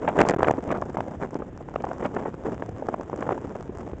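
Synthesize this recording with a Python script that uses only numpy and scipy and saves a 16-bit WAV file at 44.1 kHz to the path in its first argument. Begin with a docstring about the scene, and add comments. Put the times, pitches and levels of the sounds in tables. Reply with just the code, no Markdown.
"""Gusty wind buffets a bare camera microphone on an open mountainside, over a faint distant rumble.
The rushing air flutters, and gets louder and brighter as it speeds up. Small swirls of air (eddies)
hit the microphone's opening as short thuds, and the opening crackles. Now and then, mostly in the
strongest gusts, pressure pushes the microphone to its limit and it goes dead for some milliseconds."""
import sys
import numpy as np
from scipy import signal
from scipy.fft import rfft, irfft
from scipy.io import wavfile
from scipy.ndimage import uniform_filter1d

SR = 44100
rng = np.random.default_rng(int(sys.argv[2]) if len(sys.argv) > 2 else 0)


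def master(y):
    """Save y as 16-bit WAV."""
    cut = np.clip(np.atleast_2d(y).T, -1, 1)
    pcm = np.round(cut * 32767)  # scale
    wavfile.write(sys.argv[1], SR, pcm.astype(np.int16))


N = 176400  # 4 seconds

# How strongly the wind blows at the microphone: time_s, level_db
WIND_STRENGTH = [(0, -35.5), (0.09, -33), (0.135, -30), (0.2, -15), (0.27, -25.5), (0.37, -29),
                 (0.49, -21.5), (0.55, -37.5), (0.65, -41), (0.71, -23.5), (0.78, -33.5), (0.92, -41.9),
                 (1, -32), (1.05, -41), (1.17, -41.5), (1.23, -30), (1.31, -46), (1.41, -41.5), (1.47, -46),
                 (1.63, -46.5), (1.75, -42.5), (1.96, -39.5), (2.05, -30), (2.11, -41.5), (2.18, -32.5),
                 (2.26, -34), (2.33, -45), (2.41, -45.0), (2.47, -27.5), (2.56, -40.5), (2.77, -39),
                 (2.99, -42), (3.08, -45.5), (3.3, -30), (3.41, -42), (3.48, -38), (3.59, -42.5),
                 (3.76, -38), (4, -42.5)]
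# Tone of the hiss at the microphone's opening: pitch_hz, level_db
HISS_TONE = [(1500, -20.5), (2900, 8), (3600, 3.5), (4150, -9.5), (5000, 1), (6000, 3), (7300, 6),
             (8200, -5.5), (9000, -35.5)]
# Bands of rushing air: pitch_hz, level_db (in the usual wind), growth_db_per_gust_db, flutter_db
AIR_BANDS = [(76, -45, 0.12, -4), (160, -42.5, 0.67, 2), (321, -39, 0.753, 4.5), (556, -42, 0.9852, 6),
             (1115, -53.5, 1.2357, 8), (2130, -80, 1.68, 8.5)]
# Tone of the far rumble: pitch_hz, level_db
RUMBLE_TONE = [(15, -10.5), (30, -13), (65, -3.5), (130, -2), (350, -5.5), (800, -23.5), (1600, -22),
               (3200, -37.5), (4200, -47.5), (9000, -66.5)]
# Eddies that hit the opening: peak_s, length_s, level_db, pitch_hz, edge_db (compared with the thud)
EDDY_HITS = [(0.05, 0.0049, -24, 490, -23), (0.079, 0.0036, -14, 710, -9), (0.0873, 0.01, -19, 587, -14),
             (0.165, 0.0072, -22.5, 530, -25), (0.1902, 0.0036, -12.5, 600.0, -8.5),
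             (0.205, 0.0024, -12, 520.0, -9), (0.2163, 0.0026, -12.5, 537, -4),
             (0.23, 0.0018, -25.5, 510.0, -11), (0.2517, 0.0033, -17.5, 443, -19),
             (0.2878, 0.0029, -19, 533, -9), (0.2969, 0.0035, -12, 460, -12.5),
             (0.3106, 0.0074, -18.5, 470, -18), (0.338, 0.00091, -13, 530.0, -18.5),
             (0.3647, 0.0078, -22.5, 320.0, -23), (0.395, 0.002, -21, 430.0, -19),
             (0.407, 0.0023, -17.5, 560.0, -24), (0.4295, 0.0018, -3, 538, -17),
             (0.4463, 0.0025, -19, 690.0, -4.5), (0.4705, 0.0025, -16, 520, -19),
             (0.484, 0.0021, -11, 744, -14.5), (0.496, 0.0022, -12.5, 473, -30),
             (0.5102, 0.0028, -11, 514, -16), (0.536, 0.0036, -16, 400.0, -29.5),
             (0.5827, 0.009, -21.5, 404, -32.5), (0.6785, 0.006, -28.5, 520.0, -25),
             (0.6906, 0.0074, -28.5, 380, -14), (0.7058, 0.003, -20.5, 645, -14),
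             (0.7137, 0.0018, -20, 458, -11), (0.7515, 0.023, -28.5, 620, -23),
             (0.7845, 0.0054, -26, 403, -29), (0.8228, 0.0029, -18, 566, -44),
             (0.9699, 0.0024, -16.5, 626, -22), (0.9873, 0.0056, -23, 433, -28),
             (1.0058, 0.0013, -16, 597, -16), (1.0813, 0.0051, -26.5, 376, -25),
             (1.216, 0.013, -34, 495, -19.5), (1.3555, 0.0024, -17.5, 400, -29),
             (1.401, 0.0076, -29, 400, -26), (1.4224, 0.006, -27.5, 500, -26),
             (1.6872, 0.0013, -25.5, 420, -35), (1.741, 0.0051, -32.5, 510, -27),
             (1.7602, 0.002, -15, 520, -18.5), (1.8046, 0.0054, -29.5, 382, -17),
             (1.8421, 0.0045, -19.5, 556, -21.5), (1.8695, 0.0032, -25, 560.0, -29),
             (1.914, 0.0038, -24.5, 590, -23.5), (2.0286, 0.0062, -24, 460, -18),
             (2.054, 0.01, -20.5, 545, -16), (2.1663, 0.006, -21, 548, -20),
             (2.191, 0.0084, -36, 560, -11.5), (2.258, 0.0094, -25, 580, -27),
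             (2.2815, 0.0044, -24.5, 433, -36), (2.3427, 0.00086, -23, 455, -28),
             (2.4593, 0.012, -28, 530, -21), (2.486, 0.009, -26.5, 410.0, -31),
             (2.6238, 0.002, -20.5, 594, -21.5), (2.6896, 0.0056, -29.5, 414, -24),
             (2.8253, 0.0037, -23, 467, -34), (2.8876, 0.0035, -17.5, 570, -30.5),
             (2.9422, 0.0028, -18.5, 500.0, -24), (2.9975, 0.0028, -25, 403, -32),
             (3.011, 0.0037, -29.5, 537, -20.5), (3.098, 0.0019, -26, 400, -28),
             (3.131, 0.0021, -20.5, 430, -32), (3.14, 0.0027, -24, 506, -29),
             (3.2255, 0.0025, -20.5, 590.0, -13.5), (3.254, 0.0029, -35, 397, -26),
             (3.2919, 0.0019, -14, 583, -26), (3.3091, 0.0044, -20.5, 520.0, -23),
             (3.327, 0.0026, -21, 620, -16.5), (3.3788, 0.0037, -27.5, 476, -21),
             (3.557, 0.0024, -26, 362, -28), (3.6962, 0.0045, -25, 318, -31),
             (3.934, 0.0037, -28, 405, -25)]
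# Sharp cracks at the opening: time_s, level_db
SHARP_CRACKS = [(0.0884, -45.5), (0.1897, -41), (0.2054, -35.5), (0.2153, -28.5), (0.2883, -29),
                (0.2976, -33.5), (0.309, -40), (0.4319, -39), (0.4843, -43), (0.5117, -43.5), (0.5719, -54),
                (0.6404, -56), (0.6772, -54), (0.7161, -47), (0.8156, -55), (0.8238, -53), (0.8978, -58),
                (0.9453, -57), (0.9744, -55), (1.0079, -50.5), (1.0823, -54), (1.2619, -62), (1.3081, -59),
                (1.3443, -51.5), (1.5764, -55), (1.6875, -61), (1.7404, -56), (1.8225, -54), (1.853, -53.5),
                (1.9335, -55), (1.9833, -58), (2.0489, -54), (2.062, -51), (2.149, -53), (2.1957, -49),
                (2.3422, -56), (2.5229, -64), (2.5451, -55), (2.5795, -56), (2.6928, -57), (2.7839, -62),
                (2.8689, -57), (2.8888, -50), (2.9422, -54), (3.0114, -55), (3.0338, -55), (3.0993, -56),
                (3.1619, -52), (3.1768, -57.5), (3.2086, -54), (3.2924, -58), (3.379, -55), (3.4947, -59),
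                (3.5546, -58), (3.6095, -56.5), (3.6268, -56), (3.7512, -60), (3.7732, -54),
                (3.7856, -54.5)]
# Tone of the cracks: pitch_hz, level_db
CRACK_TONE = [(1200, -4), (2900, 3), (3600, -4.5), (4150, -4), (5000, 1), (7300, 3.5), (8300, -6),
              (9000, -21)]
# Moments when pressure blocks the microphone: start_s, length_s
DEAD_MOMENTS = [(.2196, .0055), (.2415, .009), (.3175, .0058), (.3315, .0047), (.3505, .012), (.372, .0107),
                (.4262, .004), (.4668, .003), (.503, .003), (.5305, .0075), (.736, .005), (.9618, .0082),
                (1.3455, .0035), (1.3805, .0055)]

USUAL_WIND_DB = -38.5  # gusts are counted up or down from this strength
HISS_GROWTH = 0.59  # dB that the hiss and the ticks gain for each dB of gust


def gain(db):
    """Turn decibels into a number to multiply a sound by."""
    return 10 ** (np.asarray(db) / 20)


def unit(x):
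    """Scale a signal so that its average strength (RMS) is 1."""
    return x / np.sqrt(np.mean(x ** 2))


def shape_tone(x, points):
    """Turn each pitch up or down along a curve of (pitch_hz, level_db) points."""
    hz, db = np.array(points).T
    freqs = np.fft.rfftfreq(len(x), 1 / SR) + 1
    return irfft(rfft(x) * gain(np.interp(np.log(freqs), np.log(hz), db)), len(x))


def keep_band(x, hz, octaves):
    """Keep a broad, bell-shaped band of pitches around hz."""
    freqs = np.fft.rfftfreq(len(x), 1 / SR) + 1
    return irfft(rfft(x) * np.exp(-.5 * (np.log2(freqs / hz) / octaves) ** 2), len(x))


def wobble(rate_hz):
    """A smooth random wiggle; a higher rate makes it quicker."""
    freqs = np.fft.rfftfreq(N, 1 / SR)
    smooth = irfft(rfft(rng.standard_normal(N)) * np.exp(-2 * (freqs / rate_hz) ** 2), N)
    return unit(np.tanh(.5 * unit(smooth)))  # tanh tames the biggest swings


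def add(out, start_s, sound):
    """Mix a short sound into out at the given time."""
    i = int(start_s * SR)
    lo, hi = max(i, 0), min(i + len(sound), N)
    out[lo:hi] += sound[lo - i:hi - i]


def rushing_air(gust_db, fast_share=0.59, hiss_db=-69, hiss_flutter_db=3.5):
    """Air churns at the opening: all bands flutter together, and higher ones grow more in a gust."""
    flutter = np.sqrt(1 - fast_share) * wobble(rate_hz=51) + np.sqrt(fast_share) * wobble(rate_hz=330)
    hiss = unit(shape_tone(rng.standard_normal(N), HISS_TONE))
    out = hiss * gain(hiss_db + HISS_GROWTH * gust_db + hiss_flutter_db * flutter)
    for hz, db, growth, flutter_db in AIR_BANDS:
        band = unit(keep_band(rng.standard_normal(N), hz, octaves=0.6))
        out += band * unit(gain(flutter_db * flutter)) * gain(db + growth * gust_db)
    return out


def far_rumble(level_db=-47):
    """The mountainside rumbles in the distance: a faint, steady, low noise."""
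    return unit(shape_tone(rng.standard_normal(N), RUMBLE_TONE)) * gain(level_db)


def eddy_thuds(size=2048, rise_share=.33, trim_db=-1):
    """Each eddy is a few uneven swings of pressure that rise fast and die away."""
    out = np.zeros(N)
    t = (np.arange(size) - size / 2) / SR
    for peak_s, length_s, db, hz, edge_db in EDDY_HITS:
        side_s = length_s * np.where(t < 0, rise_share, 1 - rise_share)
        swell = .5 ** (.5 * (t / side_s) ** 2)
        body_noise, edge_noise = rng.standard_normal((2, size)) * swell
        thud = unit(keep_band(body_noise, hz, octaves=0.74))
        low_push = gain(-12.5) * unit(keep_band(body_noise, hz=162, octaves=0.63))
        rough_edge = gain(edge_db) * unit(keep_band(edge_noise, hz=1716, octaves=0.48))
        strength = np.sqrt(np.mean(swell ** 2)) * gain(db + trim_db)
        add(out, peak_s + t[0], (thud + low_push + rough_edge) * strength)
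    return out


def crackle(gust_db, size=512, max_ticks=400, ticks_per_s=27, tick_db=-62.5, trim_db=-2):
    """The opening crackles: each loud crack or small tick is a bright snap on a little pressure step."""
    snaps, steps = np.zeros((2, N))
    t = np.arange(size) / SR
    times = np.cumsum(rng.exponential(1 / ticks_per_s, max_ticks))
    levels = tick_db + 1.5 * rng.standard_normal(max_ticks)
    ticks = [(s, db + HISS_GROWTH * gust_db[int(s * SR)]) for s, db in zip(times, levels) if s < N / SR]
    for time_s, db in list(SHARP_CRACKS) + ticks:
        fade_s = .00017 * 2 ** ((db - tick_db) / 14.5)  # 14.5 dB louder lasts twice as long
        fade = np.exp(-t / fade_s)
        start_s = time_s - fade_s / 2
        add(snaps, start_s, unit(rng.standard_normal(size) * fade) * gain(db + trim_db))
        step_db = -20.5 + min(db - tick_db - 4.5, 0)  # grows with the crack, up to a limit
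        add(steps, start_s, rng.choice([-1, 1]) * fade * gain(step_db))
    return shape_tone(snaps, CRACK_TONE) + keep_band(steps, hz=860, octaves=0.87)


def dropouts(dead_db=-45.5, edge_s=0.00033):
    """The microphone hears almost nothing while the thin skin inside it is pushed against its stop."""
    t = np.arange(N) / SR
    sensitivity = np.ones(N)
    for start_s, length_s in DEAD_MOMENTS:
        sensitivity[(t > start_s) & (t < start_s + length_s)] = gain(dead_db)
    width = int(edge_s * SR)  # smooth twice to round off the edges of each gap
    return uniform_filter1d(uniform_filter1d(sensitivity, width), width // 2 + 1)


def scene():
    """Mix the wind sounds and the rumble into one channel; the dropouts cut them all."""
    gust_db = np.interp(np.arange(N) / SR, *np.array(WIND_STRENGTH).T) - USUAL_WIND_DB
    rumble = far_rumble()
    mix = rushing_air(gust_db) + rumble + eddy_thuds() + crackle(gust_db)
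    return (mix * dropouts())[None]


def record(dry, top_hz=8550):
    """The camera cuts off the highest pitches."""
    return signal.sosfilt(signal.ellip(8, .2, 70, top_hz, fs=SR, output="sos"), dry)


dry = scene()
out = record(dry)
master(out)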